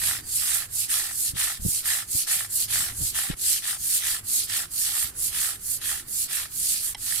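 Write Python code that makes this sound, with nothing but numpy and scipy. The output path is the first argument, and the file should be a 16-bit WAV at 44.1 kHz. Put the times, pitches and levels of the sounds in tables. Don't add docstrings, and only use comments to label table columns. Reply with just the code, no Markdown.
import sys
import numpy as np
from scipy import signal
from scipy.fft import rfft, irfft, next_fast_len
from scipy.io import wavfile
from scipy.ndimage import uniform_filter1d

SR = 44100
rng = np.random.default_rng(int(sys.argv[2]) if len(sys.argv) > 2 else 0)


def log_audio(samples):
    frames = np.atleast_2d(samples).T
    limited = np.clip(frames, -1, 1)
    pcm = np.round(limited * 32767).astype(np.int16)
    wavfile.write(sys.argv[1], SR, pcm)


def makeup_ratio(level_db):
    decades = np.asarray(level_db, float) / 20
    return 10 ** decades


N = 317520


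def evened(x):
    return x / np.sqrt(np.mean(x ** 2) + 1e-20)


def read(points, hz):
    f, value = np.transpose(points)
    return np.interp(np.log(hz + 1), np.log(f + 1), value)


def curve(rows, column=1):
    rows = np.asarray(rows)
    return np.interp(np.arange(N) / SR, rows[:, 0], rows[:, column])


def colour(x, points, share=1):
    size = next_fast_len(N)
    gain = makeup_ratio(share * read(points, np.fft.rfftfreq(size, 1 / SR)))
    return irfft(rfft(x, size) * gain, size)[..., :N]


def above(x, hz):
    return signal.sosfilt(signal.butter(3, hz, "high", fs=SR, output="sos"), x)


def band_noise(order, low_hz, high_hz, shape):
    sos = signal.butter(order, [low_hz, high_hz], "band", fs=SR, output="sos")
    return evened(signal.sosfilt(sos, rng.standard_normal(shape)))


def clicks(per_s, spread_db):
    size = makeup_ratio(spread_db * np.minimum(rng.exponential(1, (2, N)), 4))
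    happens = rng.random((2, N)) < per_s / SR
    return size * rng.choice([-1., 1.], (2, N)) * happens


def flutter(ms, db):
    width = int(ms * SR / 1000)
    wander = uniform_filter1d(uniform_filter1d(rng.standard_normal(N), width), width)
    return makeup_ratio(db * evened(wander))


def pair(two, same, lag=0):
    same = np.clip(same, 0, 1)
    left = np.roll(two[0], lag)
    right = same * two[0] + np.sqrt(1 - same ** 2) * two[1]
    return np.array([left, right])


# (time [s], half length [s], level [dB])
ENGINE_SWELLS = [(0.146, 0.26, 9.5), (2.9, .25, 7), (4.25, 0.15, 7), (5.2, .25, 12), (5.9, .35, 8)]


def revs():
    t = np.arange(N) / SR
    return sum(db * np.exp(-((t - s) / half) ** 2) for s, half, db in ENGINE_SWELLS)


# (frequency [Hz], level [dB per Hz])
YARD_RUMBLE = [(12, -34), (20, -4), (54, -3), (103, -3.5), (166, -12), (346, -14.5), (464, -22), (752, -19),
               (927, -24), (1100, -21), (1810, -19), (2380, -26), (3000, -24), (3900, -46), (6600, -120)]
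# (frequency [Hz], left-right likeness [-1 to 1])
YARD_LIKENESS = [(60, 0.94), (130, 0.91), (290, 0.64), (640, -0.67), (1410, 0.65), (3100, -0.38),
                 (6820, 0.03), (15000, 0.02)]
# (time [s], load [dB])
ENGINE_LOAD = [(0, 11.5), (.3, 3), (.7, 5), (1.1, -3), (1.5, 4), (2.2, -2.5), (2.9, 11), (3.55, -6.5),
               (4.05, -4), (4.4, 4.5), (5, -1), (6, -2.5), (6.7, -3), (7.2, 5)]


def yard():
    frames, hz = N // 512 + 5, np.fft.rfftfreq(2048, 1 / SR)
    a, b, c, d, patches = rng.standard_normal((frames, 1025, 5)).T
    patches = uniform_filter1d(patches, size=5, axis=0)
    patches = evened(uniform_filter1d(patches, size=6, axis=1))
    same = np.clip(read(YARD_LIKENESS, hz) + 0.041, -1, 1)[:, None]
    left = a + 1j * b
    right = same * left + np.sqrt(1 - same ** 2) * (c + 1j * d)
    z = np.array([left, right]) * makeup_ratio(read(YARD_RUMBLE, hz)[:, None] + 2.2 * patches)
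    rumble = signal.istft(z, nperseg=2048, noverlap=1536)[1][:, :N]
    level_db = -52 + 0.16 * curve(ENGINE_LOAD) + 0.25 * revs()
    return makeup_ratio(level_db) * evened(rumble)


# (frequency [Hz], width [Hz])
ENGINE_ORDERS = [(106, 7.9), (375, 130)]


def motor():
    out, t = np.zeros(N), np.arange(N) / SR
    load_db, swell_db = curve(ENGINE_LOAD), revs()
    order_db, load_share = [-60, -72.5], [1.03, .1]
    for k, (hz, width) in enumerate(ENGINE_ORDERS):
        r = np.exp(-np.pi * width / SR)
        noise = rng.standard_normal(N) + 1j * rng.standard_normal(N)
        slow = signal.lfilter([1], [1, -r], noise)
        order = evened((slow * np.exp(2j * np.pi * hz * t)).real)
        out += order * makeup_ratio(order_db[k] + load_share[k] * load_db + k * swell_db)
    return out


def release_db(place):
    let_go = .78
    lost_db = np.array([-.5, -5, -7, -11])
    return lost_db[:, None] * np.clip((place - let_go) / .05, 0, 1)


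def strokes(rows, layers, arch):
    t, out = np.arange(N) / SR, np.zeros((len(layers), N))
    db, lean_db, rising, falling, share = np.transpose(layers)[:, :, None]
    for s, rise, fall, strength_db, grip_db in rows:
        at = slice(max(int((s - rise) * SR), 0), int((s + fall) * SR))
        early = t[at] < s
        place = np.clip((t[at] - s) / np.where(early, rise, fall), -1, 1)
        speed = 1 - abs(place) ** np.where(early, *arch)
        level_db = strength_db + db + lean_db * place + release_db(place) + share * grip_db
        out[:, at] += (makeup_ratio(level_db) * speed ** np.where(early, rising, falling)) ** 2
    return out


def studs(speed_db):
    per_s = np.clip(62 * makeup_ratio(.4 * speed_db), 32, 110) * flutter(9, 2.0)
    rows = np.diff(np.floor(np.cumsum(per_s) / SR), prepend=0)
    rows = rows * makeup_ratio(2.5 * rng.standard_normal(N))
    t = np.arange(900) / SR
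    burst = np.exp(-t / 0.0056) - np.exp(-t / 0.001)
    return evened(0.23 + signal.oaconvolve(rows, burst)[:N])


def ringing(modes):
    t = np.arange(1500) / SR
    ring = sum(makeup_ratio(db) * np.sqrt(w) * np.exp(-np.pi * w * t) * np.sin(2 * np.pi * hz * t)
               for hz, w, db in modes)
    return above(ring * (1 - np.exp(-t / 0.00018)), 680)


# (fastest moment [s], speeding up [s], slowing down [s], strength [dB], grip on the studs [dB])
PULL_STROKES = [(0.078, 0.14, 0.16, -23.5, 0.6), (0.54, 0.18, 0.15, -23.5, -0.4),
                (0.938, 0.073, 0.23, -22.5, -0.7), (1.432, 0.1, 0.18, -24, 2),
                (1.906, 0.09, 0.17, -23, 1.5), (2.324, 0.077, 0.18, -22, -0.9),
                (2.755, 0.092, 0.21, -22.5, 0), (3.192, 0.075, 0.16, -24.5, 1.3),
                (3.699, 0.098, 0.098, -26.5, 2.8), (4.107, 0.14, 0.12, -24.5, 1.8),
                (4.557, 0.1, 0.127, -23.5, 0.5), (5.018, 0.16, 0.11, -25, -2.5),
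                (5.421, 0.14, 0.18, -23.5, -1.9), (5.882, 0.095, 0.17, -25.5, -0.7),
                (6.37, 0.11, 0.13, -26.5, 3.5), (6.865, 0.086, 0.1, -26, -10.3)]
PUSH_STROKES = [(0.384, 0.167, 0.099, -25, 1), (0.804, 0.12, 0.094, -25, -2),
                (1.258, 0.208, 0.086, -25.0, -1), (1.738, 0.16, 0.122, -23.5, -10),
                (2.186, 0.134, 0.092, -23, 0.5), (2.59, 0.12, 0.11, -23, -6), (3.058, 0.15, 0.1, -25.5, -4),
                (3.486, 0.13, 0.17, -22.0, 7), (3.937, 0.196, 0.12, -22.5, 6.5),
                (4.364, 0.14, 0.14, -22.5, -1), (4.83, 0.153, 0.17, -24.5, 7), (5.251, 0.12, 0.09, -25, -9),
                (5.719, 0.14, 0.098, -26.3, -20), (6.204, 0.16, 0.091, -25, -7),
                (6.698, 0.23, 0.17, -23, 1.5), (7.093, 0.14, 0.26, -27, 12.5)]
SHORT_DRAGS = [(3.325, .05, 0.026, -40, 19), (2.9, .05, .045, -45, 12), (1.12, .05, .045, -42, 10),
               (5.54, 0.045, 0.033, -43.5, 13), (1.56, .04, .04, -46, 10), (4.88, .03, .06, -40, 12.5),
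               (3.57, .03, .03, -42, 7.5),
               (7.11, .08, .16, -40, 9), (6.0, .03, .04, -46, 3)]
# (level [dB], gain along the stroke [dB],
# power of speed rising [exponent], power falling [exponent], share of grip [ratio])
LAYERS_PULLED = [(0, 2.5, 2.75, 1.55, 0.0038), (-11.5, 2, 1.7, 1.24, 0.38), (-13, -1.5, 2.1, 0.92, 0.72),
                 (-15.5, -1.2, 2.54, 0.63, 0.88)]
LAYERS_PUSHED = [(0, 1.2, 1.66, 2.6, 0), (-12, 6.3, 1.2, 2.16, 0.13), (-19.5, 15, 0.36, 3.3, 0.27),
                 (-35, 13, 0.47, 3.8, 1)]
ARCH_PULLED = (2.9, 1.12)
ARCH_PUSHED = (1.72, 1.99)
CREEP = [-50, -58.5, -63, -64.5]
# (time [s], left-right [dB])
SWING_ACROSS = [(0, -4.5), (.75, -7.5), (1.15, -2), (1.9, -4.5), (3.0, -2.5), (3.75, -1.5), (4.8, -6),
                (6.7, -5), (7.2, -8.5)]
# (frequency [Hz], level [dB per Hz])
FIZZ_COLOUR = [(4500, -33), (6200, -8.5), (7500, -1.5), (9000, 1), (11000, 0), (13000, -5), (15000, -10),
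               (15800, -22), (16100, -65)]
# (frequency [Hz], level [dB per Hz])
SCRAPE_COLOUR = [(2800, -35.5), (3700, -6), (4300, 2.5), (5500, 0.5), (6500, -6), (8500, -39)]
# (frequency [Hz], level [dB per Hz])
RASP_COLOUR = [(1300, -29), (2200, -4.5), (2800, -1.5), (3300, 1), (4000, -1.5), (5200, -67)]
# (frequency [Hz], width [Hz], level [dB])
HEAD_MODES = [(825, 110, -3), (1400, 180, 2), (1316, 460, -3.5), (1790, 315, 15), (2330, 670, -5)]
# (from [s], to [s])
BRUSH_DIP = (6.937, 6.966)


def brush():
    pan_db, t = curve(SWING_ACROSS), np.arange(N) / SR
    pulling = strokes(PULL_STROKES + SHORT_DRAGS, LAYERS_PULLED, ARCH_PULLED)
    pushing = strokes(PUSH_STROKES, LAYERS_PUSHED, ARCH_PUSHED)
    power = pulling + pushing + makeup_ratio(CREEP)[:, None] ** 2
    speed_db = 10 * np.log10(power[0]) + 27
    slowing_db = np.roll(speed_db, 1800) - speed_db
    bumps = studs(speed_db)

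    fizz = colour(pair(clicks(14000, 2.5), 0.018), FIZZ_COLOUR)
    fizz = evened(fizz * bumps ** 0.091 * flutter(13.0, 1.0))
    scrape = colour(pair(clicks(9000, 2.1), 0.089, lag=7), SCRAPE_COLOUR)
    scrape = evened(scrape * bumps ** 0.37)
    rasp = colour(pair(clicks(6000, 3.8), 0.026, lag=7), RASP_COLOUR)
    rasp = evened(rasp * bumps ** 0.39)

    catches = pair(clicks(3000, 1.65), 0.77, lag=3) * bumps ** 0.91
    low = signal.oaconvolve(catches, ringing(HEAD_MODES[:2])[None])[:, :N]
    high = signal.oaconvolve(catches, ringing(HEAD_MODES[2:])[None])[:, :N]
    loose_db = -6 * (1 - pulling[3] / power[3])
    low_db = np.clip(1.8 * slowing_db, -6, 4) + loose_db
    head = evened(high + low * makeup_ratio(low_db)) * makeup_ratio(-0.66)

    layers = sum(x * np.sqrt(p) for p, x in zip(power, [fizz, scrape, rasp, head]))
    halt_db = uniform_filter1d(-12.0 * (t > BRUSH_DIP[0]) * (t < BRUSH_DIP[1]), size=200)
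    side_db = 0.52 * (pan_db - pan_db.mean()) * np.array([[.5], [-.5]])
    return layers * makeup_ratio(halt_db + side_db)


def patchy(x, db):
    z = signal.stft(x, nperseg=512, noverlap=384)[2]
    field = rng.standard_normal(z.shape[::-1]).T
    field = uniform_filter1d(uniform_filter1d(field, size=6, axis=1), size=14, axis=2)
    return signal.istft(z * makeup_ratio(db * evened(field)), nperseg=512, noverlap=384)[1][:, :N]


# (time [s], peak level [dB], added pitch [Hz])
HARD_CATCHES = [(0.017, -21, 1780), (0.082, -30, 1780), (0.11, -26, 2040), (0.112, -14.5, 1740),
                (0.134, -21, 1800), (0.512, -35, 1680), (1.366, -26, 1960), (1.371, -22, 1860),
                (1.425, -18, 1780), (1.477, -21, 1860), (1.857, -30, 1866), (1.909, -40, 1910),
                (2.276, -22, 1843), (2.313, -18, 1840), (2.357, -32, 1800), (2.408, -19.5, 1240),
                (2.69, -39, 1748), (2.701, -29, 1754), (2.758, -16, 1710), (3.156, -23, 1800),
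                (3.188, -16, 1370), (3.561, -30, 1693), (3.654, -23, 1800), (4.044, -27.5, 1890),
                (4.068, -31, 1820), (4.09, -27, 1710), (5.816, -37, 1905), (5.917, -23, 1824),
                (6.307, -33, 1660), (6.38, -25, 1820)]


def knocks():
    out = np.zeros((2, N))
    for s, db, hz in HARD_CATCHES:
        ring = ringing(HEAD_MODES + [(hz, 260, 3.0)])
        out[:, round(s * SR):][:, :len(ring)] += makeup_ratio(db - 5.0) * ring / abs(ring).max()
    return out


def porch(x):
    out, turn = np.zeros((2, N)), np.arange(N) / SR * 2.245
    for k in range(3):
        taps = np.zeros((2, 8000))
        at = np.arange(200, 7980, 20) + rng.integers(0, 20, (2, 389))
        np.put_along_axis(taps, at, rng.choice([-1., 1.], at.shape), 1)
        taps *= makeup_ratio(-60 * np.arange(8000) / SR / 0.094)
        taps /= np.linalg.norm(taps[0])
        out += signal.oaconvolve(x * np.cos(np.pi * (turn + k / 3)), taps, axes=1)[:, :N]
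    return out


# (time [s], pitch [Hz], level [dB])
WHISTLE = [(.12, 4530, -70), (.17, 4570, -63), (.21, 4730, -53), (.3, 4720, -50), (.34, 4700, -70)]


def bird():
    hz = curve(WHISTLE)
    tone = np.sin(2 * np.pi * np.cumsum(hz) / SR)
    sounding = hz != WHISTLE[-1][1]
    return makeup_ratio(curve(WHISTLE, column=2)) * sounding * tone * makeup_ratio([[-4], [1.5]])


# (time [s], peak level [dB], pace [Hz], depth of the dip [ratio], sign and size [ratio])
AIR_PUFFS = [(1.308, -35.5, 60, 0.76, 0.79), (1.342, -28.5, 108, 0.99, 1), (1.361, -29, 130, 0.58, 0.94),
             (1.606, -33, 70, 1, 1), (1.634, -30, 55, 1.5, 0.91), (1.655, -22.5, 169, 1.8, 0.96),
             (1.66, -24, 169, 0.23, 0.97), (1.666, -16, 133, 0.93, 1), (1.688, -24.5, 120, 0.83, -1.1),
             (2.154, -24.5, 112, 0.23, 1), (2.163, -37, 129.6, 1.39, 0.9), (2.974, -45, 60, .6, 0.88),
             (2.997, -33, 60, .8, 0.81), (3.01, -30, 130, .5, 0.97), (3.023, -24.5, 112, 1.2, 0.83),
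             (3.028, -30, 120, 0.11, -1), (3.040, -35, 89, 1.8, 1), (3.051, -30, 70.2, .1, 0.93),
             (3.302, -17.5, 165, 0.15, 1), (3.308, -28, 135.3, 1.86, 0.98), (3.311, -26, 130, 0.067, -1.1),
             (3.334, -31.5, 24.93, 0.33, 0.88), (3.344, -34, 70, 0.23, -1), (5.053, -31, 90, 1, 0.57)]


def puffs():
    out = np.zeros((2, N))
    churn = band_noise(4, 180, 480, N)
    churn = np.array([np.roll(churn, 48), churn])
    for s, db, hz, dip, sign in AIR_PUFFS:
        at = slice(int((s - .06) * SR), int((s + .06) * SR))
        u = (np.arange(N)[at] / SR - s + np.array([[0], [.0011]])) * hz * 7.4
        shape = np.exp(-u ** 2) - dip * np.exp(-(u + 3.72) ** 2)
        shape += 0.056 * churn[:, at] * np.exp(-(u / 14.0) ** 2)
        out[:, at] += sign * makeup_ratio(db + np.array([[-.7], [.7]])) * shape
    return out


# (time [s], half length [s], level [dB])
AIR_RUSHES = [(3.022, .022, -58), (3.328, .018, -47)]


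def rushes():
    t = np.arange(N) / SR
    air = band_noise(2, 250, 900, (2, N)) * makeup_ratio([[-3], [1.6]])
    return air * sum(makeup_ratio(db) * np.exp(-((t - s) / half) ** 4) for s, half, db in AIR_RUSHES)


# (time [s], level [dB])
WHEEL_TAPS = [
    (6.9468, -27),
    (6.9476, -24),
    (6.9494, -26),
    (6.9516, -29),
    (6.953, -32),
]
# (frequency [Hz], level [dB], 60 dB decay [s])
RIM_MODES = [(878, 0, .016), (1297, -22, 0.0081), (2040, 0.5, 0.018), (3150, 2.5, 0.016), (3970, -3, 0.014),
             (5370, 1, 0.0095), (6800, -6, 0.0049), (8860, 1, .006)]


def wheel():
    t, blows = np.arange(3000) / SR, np.zeros(N)
    ring = sum(makeup_ratio(db - 60 * t / t60) * np.sin(2 * np.pi * hz * t) for hz, db, t60 in RIM_MODES)
    ring = above(ring * np.minimum(t / 0.00014, 1), 770)
    for s, db in WHEEL_TAPS:
        blows[round(s * SR)] = makeup_ratio(db - 5.5)
    return signal.oaconvolve(blows, ring)[:N] * makeup_ratio([[-1.1], [1.1]])


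def scene():
    near = patchy(brush(), 2.1) + knocks() + wheel()
    far = yard() + motor() + bird()
    return near + makeup_ratio(-17) * porch(near) + far + puffs() + rushes()


def roll_off(x):
    return signal.sosfilt(signal.butter(12, 16520, fs=SR, output="sos"), x)


# (frequency [Hz], left-right [dB])
PORT_COLOUR = [(200, 0.5), (400, -0.5), (700, -4.5), (1300, -0.5), (2400, -1), (4400, -0.5), (6500, 1.5),
               (9000, 0), (12000, -10.5), (15000, -6)]


def record(dry):
    left = colour(dry[0], PORT_COLOUR, 1.0)
    right = colour(dry[1], PORT_COLOUR, -0.33)
    return roll_off(np.array([left, right]))


dry = scene()
out = record(dry)
log_audio(out)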